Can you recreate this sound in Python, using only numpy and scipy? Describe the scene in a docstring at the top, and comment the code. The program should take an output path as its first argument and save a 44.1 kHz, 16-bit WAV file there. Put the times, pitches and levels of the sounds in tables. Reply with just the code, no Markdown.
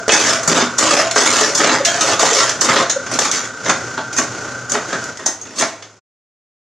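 """A small workshop, close to a motor-driven can crusher, heard as on a mid-side microphone pair.
From the start the motor hums and whines and the ram slides out and back, while empty drink cans tumble
down the feed chute, knocking, rattling and squealing; around 2 s the air in them hoots hollowly.
After 3 s single cans crunch and drop. At 5.1 s the motor is cut, a last few cans clatter, and at 6 s
the scene fades out. Every source has two rows, mid and side."""
import sys
import numpy as np
from scipy import signal
from scipy.fft import rfft, irfft
from scipy.io import wavfile
from scipy.ndimage import uniform_filter1d, minimum_filter1d

SR = 44100
rng = np.random.default_rng(int(sys.argv[2]) if len(sys.argv) > 2 else 0)


def log_audio(samples):
    """Write samples as a 16-bit WAV file to the path given in sys.argv[1]."""
    # one column per channel
    frames = np.atleast_2d(samples).T
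    # limit to full scale, then quantise
    limited = np.clip(frames, -1, 1)
    pcm = np.round(limited * 32767).astype(np.int16)
    wavfile.write(sys.argv[1], SR, pcm)


N = 291930
TIME = np.arange(N) / SR

# reverberation of the workshop: f/Hz, t60/s
ROOM_DECAY = [(120, 0.36), (500, 0.41), (2000, 0.4), (6500, 0.31), (12000, 0.31)]
# side against mid at the microphone: f/Hz, relative level/dB
STEREO_WIDTH = [(30, -18), (60, -31.5), (125, -32), (250, -35.5), (500, -29), (1000, -17.5), (2000, -15.5),
                (4000, -11), (8000, 0), (14000, -3)]
# the treble leans to the right: f/Hz, left minus right/dB
STEREO_LEAN = [(500, 0), (1000, -0.25), (4000, -1), (8000, -.3)]
# output fader, a brief lift and then the close: t/s, gain/dB
FADER = [(5.7, -6), (5.85, -3), (5.93, -9), (5.99, -14.5), (6.01, -75), (6.1, -110)]

# spectrum of gear and belt noise: f/Hz, relative level/dB
GEAR_SPECTRUM = [(15, -51), (25, -36), (60, -19.5), (105, -6.5), (190, -7), (300, -6), (570, -5.5),
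                 (850, -10), (1300, -9.5), (1500, -4.5), (1650, -16.5), (1850, -12), (2350, -17),
                 (3900, -20.5), (6700, -12), (8500, -30), (11000, -43), (16000, -62.5)]
# rotor slot tones: multiple of the shaft speed, multiple of the magnetic pull added to it, level/dB
SLOT_TONES = [(48, -2, -39.5), (48, -1, -41.5), (47, 0, -33.5), (48, 0, -33.5), (49, 0, -33.5),
              (50, 0, -39), (48, 1, -30.5), (48, 2, -44.5), (43, 0, -40)]
# hum of the motor frame: f/Hz, level/dB
FRAME_HUM = [(119.5, -40.5), (253, -44.5), (436, -45), (533, -50.5)]
SHAFT_HZ, MAGNET_HZ = 29.64, 120
CRANK_TURN_S, RAM_AT_REST_S = 1.152, 4.105  # one stroke out and back; a moment at the end of a stroke
CUT_S, FIELD_DB_PER_S = 5.1, 132.5  # the switch is thrown and the motor's field dies

# the air inside a can hoots: middle t/s, length/s, f/Hz, level/dB
AIR_HOOTS = [(1.812, 0.025, 546, -7.5), (1.879, .06, 680, -13), (1.953, 0.036, 694, -13.5),
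             (1.99, .024, 714, -14.5), (2.236, .035, 733, -11), (2.294, 0.035, 710, -18),
             (2.326, 0.028, 462, -10.5), (2.969, 0.024, 542, -8.5)]
# metal rubs on metal: start t/s, end t/s, start f/Hz, end f/Hz, relative level/dB
RUB_SQUEALS = [(0, 0.028, 647, 640, -21), (0.275, 0.424, 661, 659, -18.5), (0.789, 1.028, 590, 575, -17.5),
               (0.791, 1.027, 315.6, 303.4, -21.5), (0.962, 1.135, 638, 662, -15.5),
               (1.381, 1.557, 631, 565, -21), (1.414, 1.53, 1193, 1174, -24),
               (1.416, 1.533, 5410, 5910, -13.5)]
# a wall or lid rings on one note: t/s, f/Hz, relative level/dB, t60/s
WALL_RINGS = [(0.08, 442, -8.5, 0.11), (0.1, 2550, -14.5, 0.55), (0.479, 170, -13, 0.37),
              (0.626, 245, -15.5, 0.34), (1.413, 431.4, -14, 0.22), (1.574, 5700, -13, 0.15),
              (1.605, 295, -14, 0.21), (1.721, 1025, -14.5, 0.1), (1.85, 5706, -9, .1),
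              (1.856, 1716, -17, 0.37), (1.873, 3230, -13.5, 0.22), (2.01, 1283, -14, 0.32),
              (2.088, 1800, -16, 0.2), (2.225, 445, -13.5, 0.083), (2.316, 467, -15.5, 0.074),
              (2.412, 1353, -10, .15), (2.68, 247, -17, 0.3), (2.685, 539, -14, 0.19),
              (2.688, 1325, -13, 0.14), (2.901, 6660, -11, 0.19), (4.172, 6220, -11, 0.17),
              (4.174, 1860, -13, 0.081), (5.188, 1851, -27.5, 0.13), (5.26, 1875, -21, 0.17),
              (5.262, 6440, -10, 0.17), (5.413, 6460, -20, .1), (5.579, 4420, -17, 0.15)]
# a dent pops through: t/s, f/Hz, relative level/dB
DENT_POPS = [(0.0812, 624, -1), (0.0946, 2800, -9), (0.0982, 800, -5), (0.1004, 3350, -0.5),
             (1.112, 4200, -4.5), (1.1603, 880, -3.5), (1.1705, 1300, -6.5), (1.603, 1300, -1),
             (1.643, 1200, -9.5), (1.6947, 900, 1), (2.01, 6420, -5), (2.197, 6200, -4.5),
             (2.611, 6060, 5.5), (2.699, 1300, -4.5), (3.1892, 910, 3), (3.1948, 6600, -6),
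             (3.315, 6400, 1.5), (3.349, 5500, -8.5)]
# spectrum of the clatter: f/Hz, relative level/dB
CLATTER_SPECTRUM = [(29, -53), (50, -36.5), (131, -12.5), (284, 2), (483, -2.5), (532, 1), (765, 0),
                    (1210, 2.5), (1820, -2), (2380, -10), (3580, -7), (3950, -12.5), (6390, -9.5),
                    (7210, -11), (16000, -55)]
# resonances of chute and cans: f/Hz, width/Hz, lift/dB
CAN_RESONANCES = [(164, 15.1, 10), (245.5, 14, 0.5), (299.4, 38, 2), (423, 28, 4), (532, 40, 4),
                  (656, 47, 6.5), (1060, 19, 3.5), (1219, 75, 1.5), (2050, 51, 0), (3176, 70, -5),
                  (5670, 98, 1), (6464, 1200, 5)]
REGISTER_EDGES_HZ = [400, 2200, 4800]  # between thud, clank, crack and jingle
# a can tumbles or crumples: start t/s, swell/s, hold/s, chute thud/dB, wall clank/dB, rim jingle/dB
CAN_CRUNCHES = [(0.091, 0.028, 0.19, -22.5, -12.5, -11), (0.45, 0.044, 0.12, -17.5, -12.5, -16),
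                (0.773, 0.0082, 0.22, -27.5, -13.5, -15.5), (1.149, 0.0087, 0.29, -25, -14.5, -13),
                (1.553, 0.04, .15, -20.5, -13, -17.5), (1.849, .01, 0.16, -40.5, -22, -21),
                (2.01, 0.028, 0.086, -25.5, -14.5, -17), (2.188, 0.0067, 0.12, -30.5, -14.5, -13.5),
                (2.337, 0.0092, 0.12, -37.5, -16.5, -14.5), (2.602, 0.054, 0.14, -23, -12, -18.5),
                (3.104, .01, 0.019, -21.5, -23.5, -21.5), (3.194, .01, .045, -31.5, -18.5, -16),
                (3.308, .01, 0.087, -36, -24.5, -19), (3.604, 0.078, 0.0041, -21.5, -12.5, -20),
                (4.149, 0.029, 0.004, -18.5, -17, -15), (4.681, 0.056, 0.0067, -21.5, -14.5, -23.5),
                (4.848, 0.041, 0.058, -38, -29, -33.5), (5.175, .02, 0.051, -33, -35, -38.5),
                (5.251, .01, .005, -31.5, -26, -20.5), (5.415, 0.019, 0.12, -38.5, -37.5, -39),
                (5.544, 0.058, 0.011, -22, -16.5, -14.5)]
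# single knocks of a can: t/s, wall clank/dB, crack/dB, rim jingle/dB, t60/s
CAN_KNOCKS = [(0.079, -9, -26.5, -11.5, .07), (0.091, -6, -5, -11, .05), (0.428, -19, -47, -17.5, .14),
              (0.475, -6.5, -25, -2, 0.071), (0.606, -9, -16, -23.5, .14), (0.783, -12, -17, -2.5, .07),
              (1.11, -23.5, -17.5, -12.5, .08), (1.158, -2, -15.5, -14.5, .09),
              (1.394, -15, -28.5, -19, .12), (1.407, -12, -30, -8, .08), (1.546, -18, -22.5, -6.5, 0.15),
              (1.576, -30, -18, -9.5, .06), (1.602, -6.5, -11.5, -22, .07), (1.641, -9, -13, -20, .08),
              (1.691, -9, -7.5, -22, .09), (1.848, -22, -6.5, -4, .09), (2.006, -14.5, -14, -8, .12),
              (2.192, -13, -16, -8.5, .1), (2.229, -4.5, -16.5, -9, 0.044), (2.329, -12, -18.5, -11, .09),
              (2.403, -9.5, -8, -21.5, .05), (2.491, -18.5, -18.5, -11.5, .09),
              (2.611, -9.5, -17, -1.5, .08), (2.642, -13.5, -28, -10, .1), (2.696, -8.5, -16.5, -20, .08),
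              (2.76, -7.5, -10, -25, .14), (2.895, -23, -13.5, -11, .11), (3.061, -24.5, -27, -28, .14),
              (3.112, -14.5, -32, -25.5, .07), (3.134, -24, -25, -15, .16), (3.188, -8.5, -12.5, -3, .045),
              (3.312, -31.5, -17, -8.5, .07), (3.347, -30, -22.5, -18.5, .07),
              (3.692, -9.5, -12.5, -11.5, .12), (3.974, -13.5, -23, -38, 0.13),
              (4.124, -24.5, -28.5, -22.5, .17), (4.161, -23, -32.5, -18, .12),
              (4.181, -11.5, -25.5, -11, .12), (4.694, -24.5, -33.5, -16, .1), (4.717, -20, -30, -9, 0.059),
              (4.75, -8.5, -22.5, -23.5, .09), (4.926, -12.5, -20, -25, .12), (5.039, -31, -50, -19, 0.052),
              (5.171, -42, -28.5, -25, 0.046), (5.19, -25, -32.5, -34, 0.19),
              (5.26, -15.5, -26.5, -6, 0.071), (5.412, -40, -55, -29.5, .09), (5.585, -34, -37, -16.5, .2),
              (5.622, -8, -13, -25, .07), (5.821, -34, -32, -38.5, .11)]


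def amp(db):
    """Decibels to gain."""
    return 10 ** (np.asarray(db) / 20)


def unit_rms(x):
    """Scaled to rms 1."""
    return x / np.sqrt(np.mean(x ** 2) + 1e-20)


def read(points, hz):
    """A table's value on a log-frequency axis."""
    f, value = np.transpose(points)
    return np.interp(np.log(hz + 1), np.log(f + 1), value)


def add(mix, s, sound):
    """Mixes a sound in at time s."""
    part = mix[:, max(round(s * SR), 0):][:, :sound.shape[1]]
    part += sound[:, :part.shape[1]]


def wander(rate_hz):
    """Slow random motion of rms 1."""
    hz = np.fft.rfftfreq(N, 1 / SR)
    return unit_rms(irfft(rfft(rng.standard_normal(N)) * np.exp(-(hz / rate_hz) ** 2), N))


def causal(gain, size=4096):
    """The minimum-phase response with this spectral shape, of energy 1."""
    log_gain = np.log(np.maximum(np.r_[gain, gain[-2:0:-1]] / gain.max(), 1e-5))
    taps = np.fft.ifft(np.exp(np.conj(signal.hilbert(log_gain)))).real[:size]
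    return taps / np.linalg.norm(taps)


def through(x, taps):
    """Convolves each channel, keeping the length."""
    return signal.fftconvolve(x, np.atleast_2d(taps), axes=1)[:, :x.shape[1]]


def workshop(x, gap_s=0.0035):
    """Dense reflections from near, cluttered walls, each band dying at its own speed."""
    hz, t, bands = signal.stft(rng.standard_normal((2, SR // 2)), SR, nperseg=256)
    tail = signal.istft(bands * amp(-60 * t / read(ROOM_DECAY, hz)[:, None]), SR, nperseg=256)[1]
    tail *= np.clip(np.arange(tail.shape[1]) / SR / gap_s - 1, 0, 1)
    return through(x[[0, 0]], tail / np.linalg.norm(tail[0]))


def motor_drive():
    """1 while the motor is powered, falling to 0 after the cut."""
    return amp(-FIELD_DB_PER_S * np.maximum(TIME - CUT_S, 0))


def gears(rest_db=-28.5, slide_db=6.5, throb=0.17, flutter_db=0.1, unpowered_db=-8, coast_db_per_s=-5):
    """Gear teeth and belt rub, harder once a turn; loudest while the ram slides fastest."""
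    ram_speed = abs(np.sin(2 * np.pi * (TIME - RAM_AT_REST_S) / CRANK_TURN_S))
    coasting_db = unpowered_db * (1 - motor_drive()) + coast_db_per_s * np.maximum(TIME - CUT_S, 0)
    rub = rng.standard_normal((2, N)) * (1 + throb * np.cos(2 * np.pi * SHAFT_HZ * TIME))
    rub *= amp(flutter_db * wander(32))
    colour = causal(amp(read(GEAR_SPECTRUM, np.fft.rfftfreq(8192, 1 / SR))))
    return amp(rest_db + slide_db * ram_speed + coasting_db) * unit_rms(through(rub, colour))


def motor(drift_hz=0.011, whine_waver_db=2, hum_waver_db=5, coast_hz=105, coast_db=-48):
    """Rotor slots whine in a cluster that beats once a turn; the frame hums, lower after the cut."""
    drive = motor_drive()
    turns = np.cumsum(SHAFT_HZ + drift_hz * wander(0.91)) / SR
    whine = hum = 0
    for per_turn, per_pull, db in SLOT_TONES:
        cycles = per_turn * turns + per_pull * MAGNET_HZ * TIME
        whine += amp(db + whine_waver_db * wander(6.3)) * np.cos(2 * np.pi * cycles)
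    for hz, db in FRAME_HUM:
        hum += amp(db + hum_waver_db * wander(11)) * np.sin(2 * np.pi * hz * TIME + 0.55 * wander(9.3))
    coast = amp(coast_db + 3 * wander(9)) * np.sin(2 * np.pi * coast_hz * TIME + 0.63 * wander(6))
    return np.sqrt(2) * np.outer([1, .5], drive * (whine + hum) + (1 - drive) * coast)


def hoots():
    """The air in a can rings briefly through its opening, dead centre."""
    out = np.zeros((2, N))
    for s, length, hz, db in AIR_HOOTS:
        t = np.arange(0, length, 1 / SR)
        swell = amp(db) * np.sqrt(2) * np.sin(np.pi * t / length) ** 2
        add(out, s - length / 2, np.outer([1, 0], swell * np.sin(2 * np.pi * hz * t)))
    return out


def squeals(gain_db=-1, jitter=0.026, rough_db=4):
    """Uneven slipping keeps one resonance sounding, with a shaky pitch."""
    out, shake, grip = np.zeros((2, N)), wander(90), wander(60)
    for start, end, hz_from, hz_to, db in RUB_SQUEALS:
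        on = (TIME >= start) & (TIME < end)
        cycles = np.cumsum(np.linspace(hz_from, hz_to, on.sum()) * (1 + jitter * shake[on])) / SR
        level = amp(gain_db + db + rough_db * grip[on]) * signal.windows.tukey(on.sum(), .4)
        out[:, on] += level * np.sin(2 * np.pi * (cycles + rng.random((2, 1))))
    return out


def rings(gain_db=3, split=0.015, rise_s=0.0013, flex=0.01014):
    """A dented can splits each note into a close pair that beats as it dies; flexing shakes the pitch."""
    out, t, shake = np.zeros((2, N)), np.arange(SR // 3) / SR, wander(70)
    for s, hz, db, t60 in WALL_RINGS:
        phase = rng.random((2, 2, 1))
        cycles = np.cumsum(hz * (1 + flex * np.interp(s + t, TIME, shake))) / SR
        lower = np.sin(2 * np.pi * (cycles + phase[0]))
        upper = .5 * np.sin(2 * np.pi * ((1 + split) * cycles + phase[1]))
        add(out, s, amp(gain_db + db - 60 * t / t60) * (1 - np.exp(-t / rise_s)) * (lower + upper))
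    return out


def pops(cycles=0.75, least_s=0.00081):
    """Thin metal flips from one shape to the other in one short, hard swing."""
    out, t = np.zeros((2, N)), np.arange(-256, 256) / SR
    for s, hz, db in DENT_POPS:
        width = max(cycles / hz / 2, least_s)
        swing = np.sin(2 * np.pi * (hz * t + rng.random((2, 1))))
        add(out, s + t[0], amp(db) * np.exp(-abs(t) / width) * swing)
    return out


def can_registers(order=12):
    """Responses of the four registers of a can in the chute: thud, clank, crack, jingle."""
    hz = np.fft.rfftfreq(8192, 1 / SR)
    lift_db = sum(db / (1 + (2 * (hz - f) / width) ** 2) for f, width, db in CAN_RESONANCES)
    colour = amp(read(CLATTER_SPECTRUM, hz) + lift_db)
    below = [0 * hz] + [1 / (1 + (hz / edge) ** order) for edge in REGISTER_EDGES_HZ] + [0 * hz + 1]
    return [causal(colour * np.sqrt(abs(share))) for share in np.diff(below, axis=0)]


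def thin_metal(size, spacing_hz, hump_db=4):
    """Dense modes of thin metal: noise whose spectrum has random humps."""
    hz, grid = np.fft.rfftfreq(size, 1 / SR), np.arange(0, SR, spacing_hz)
    humps = np.interp(hz, grid, rng.standard_normal(SR // 32)[:len(grid)])
    spectrum = rfft(rng.standard_normal((2, size))) * amp(hump_db * np.clip(humps, -2, 2))
    return unit_rms(irfft(spectrum, size))


def rattle(per_s=420, spread_db=2.5, ring_t60=0.087, snap=2.36, snap_t60=0.0029, count=30, size=4096):
    """Endless small contacts; each spot of thin metal answers with a snap and its own ring."""
    out, t = np.zeros((2, N)), np.arange(size) / SR
    contacts = (rng.random(N) < per_s / SR) * amp(spread_db * np.minimum(rng.exponential(1, N), 3.5))
    spot_hit = rng.integers(0, count, N)
    decay = amp(-60 * t / ring_t60) + snap * amp(-60 * t / snap_t60)
    spots = [thin_metal(size, spacing_hz=110) * decay for _ in range(count)]
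    for at in np.flatnonzero(contacts):
        add(out, at / SR, contacts[at] * spots[spot_hit[at]])
    return out


def turning(x, shift_db=3.5):
    """As cans turn and buckle, their resonances come and go."""
    bands = signal.stft(x, nperseg=512, noverlap=384)[2]
    patches = uniform_filter1d(rng.standard_normal(bands.shape[1:]), size=3, axis=0)  # over frequency
    patches = unit_rms(uniform_filter1d(patches, size=18, axis=1))  # over time
    return signal.istft(bands * amp(shift_db * patches), nperseg=512, noverlap=384)[1][:, :N]


def crunch_force(t, swell, hold, settle_s=0.23, settle_per_hold=0.82):
    """One crunch swells, holds and settles; the longer it holds, the slower it settles."""
    settling = np.maximum(t - swell - hold, 0) / (settle_s + settle_per_hold * hold)
    return np.clip(t / swell, 0, 1) ** 2 * amp(-60 * settling)


def tumbles(registers, body_lag_s=0.013, rim_sag_db_per_s=4, crack_db=-2.5, buckle_db=1.7, buckle_hz=22):
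    """Cans bounce down the chute or crumple: the rattle swells, rims first, and surges as walls buckle."""
    metal, force, t = turning(rattle()), np.zeros((4, N)), np.arange(SR) / SR
    for start, swell, hold, thud, clank, jingle in CAN_CRUNCHES:
        body = crunch_force(t - body_lag_s, swell, hold)
        rims = crunch_force(t, swell, hold) * amp(jingle - rim_sag_db_per_s * t)
        walls = amp(clank) * body
        crack = amp(crack_db) * np.sqrt(walls * rims)
        add(force, start, np.array([amp(thud) * body, walls, crack, rims]))
    out = np.zeros((2, N))
    for register, gain in zip(registers, force * amp(buckle_db * wander(buckle_hz))):
        sound = through(metal, register)
        running_rms = np.sqrt(abs(uniform_filter1d(sound[0] ** 2, size=1800)) + 1e-12)
        out += gain * sound / running_rms  # steadied, then swelled by its own force
    return out


def knocks(registers, rise_share=0.048, thud_db=-12, snap=0.46, snap_t60=0.0083, size=8192):
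    """The thin wall yields over a few milliseconds and snaps, then the can's dense modes die away."""
    out, t = np.zeros((2, N)), np.arange(size) / SR
    for s, clank, crack, jingle, t60 in CAN_KNOCKS:
        rise_s = rise_share * t60  # a slack wall is slow both to yield and to ring out
        after = np.maximum(t - rise_s, 0)
        decay = amp(-60 * after / t60) + snap * amp(-60 * after / snap_t60)
        strike = thin_metal(size, spacing_hz=130) * np.minimum(t / rise_s, 1) * decay
        gains = amp([clank + thud_db, clank, crack, jingle])
        add(out, s, through(strike, gains @ np.array(registers)))
    return out


def scene(tumble_room_db=-8, knock_room_db=-5, side_db=-2.5, pop_db=1):
    """Cans in front, machine beneath, decoded to left and right: wide treble, central bass."""
    registers, hz = can_registers(), np.fft.rfftfreq(N, 1 / SR)
    rolling = tumbles(registers) + squeals() + rings() + hoots()
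    struck = knocks(registers) + amp(pop_db) * pops()
    room = workshop(amp(tumble_room_db) * rolling + amp(knock_room_db) * struck)
    mid, side = rfft(rolling + struck + room + motor() + gears())
    side *= amp(side_db + read(STEREO_WIDTH, hz))
    lean = amp(read(STEREO_LEAN, hz) / 2)
    return irfft(np.array([(mid + side) * lean, (mid - side) / lean]), N)


def record(dry, headroom_db=15.8, window=48, edge_hz=16300):
    """A fast limiter holds the peaks a set headroom over the rms level; then fader and low-pass."""
    ceiling = amp(headroom_db) * dry.std()
    allowed = ceiling / np.maximum(abs(dry).max(0), ceiling)
    limited = dry * uniform_filter1d(minimum_filter1d(allowed, window), window)
    faded = limited * amp(np.interp(TIME, *np.transpose(FADER)))
    low_pass = signal.firwin(511, edge_hz, window=("kaiser", 9), fs=SR)
    return signal.oaconvolve(faded, low_pass[None], "same")


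dry = scene()
out = record(dry)
log_audio(out)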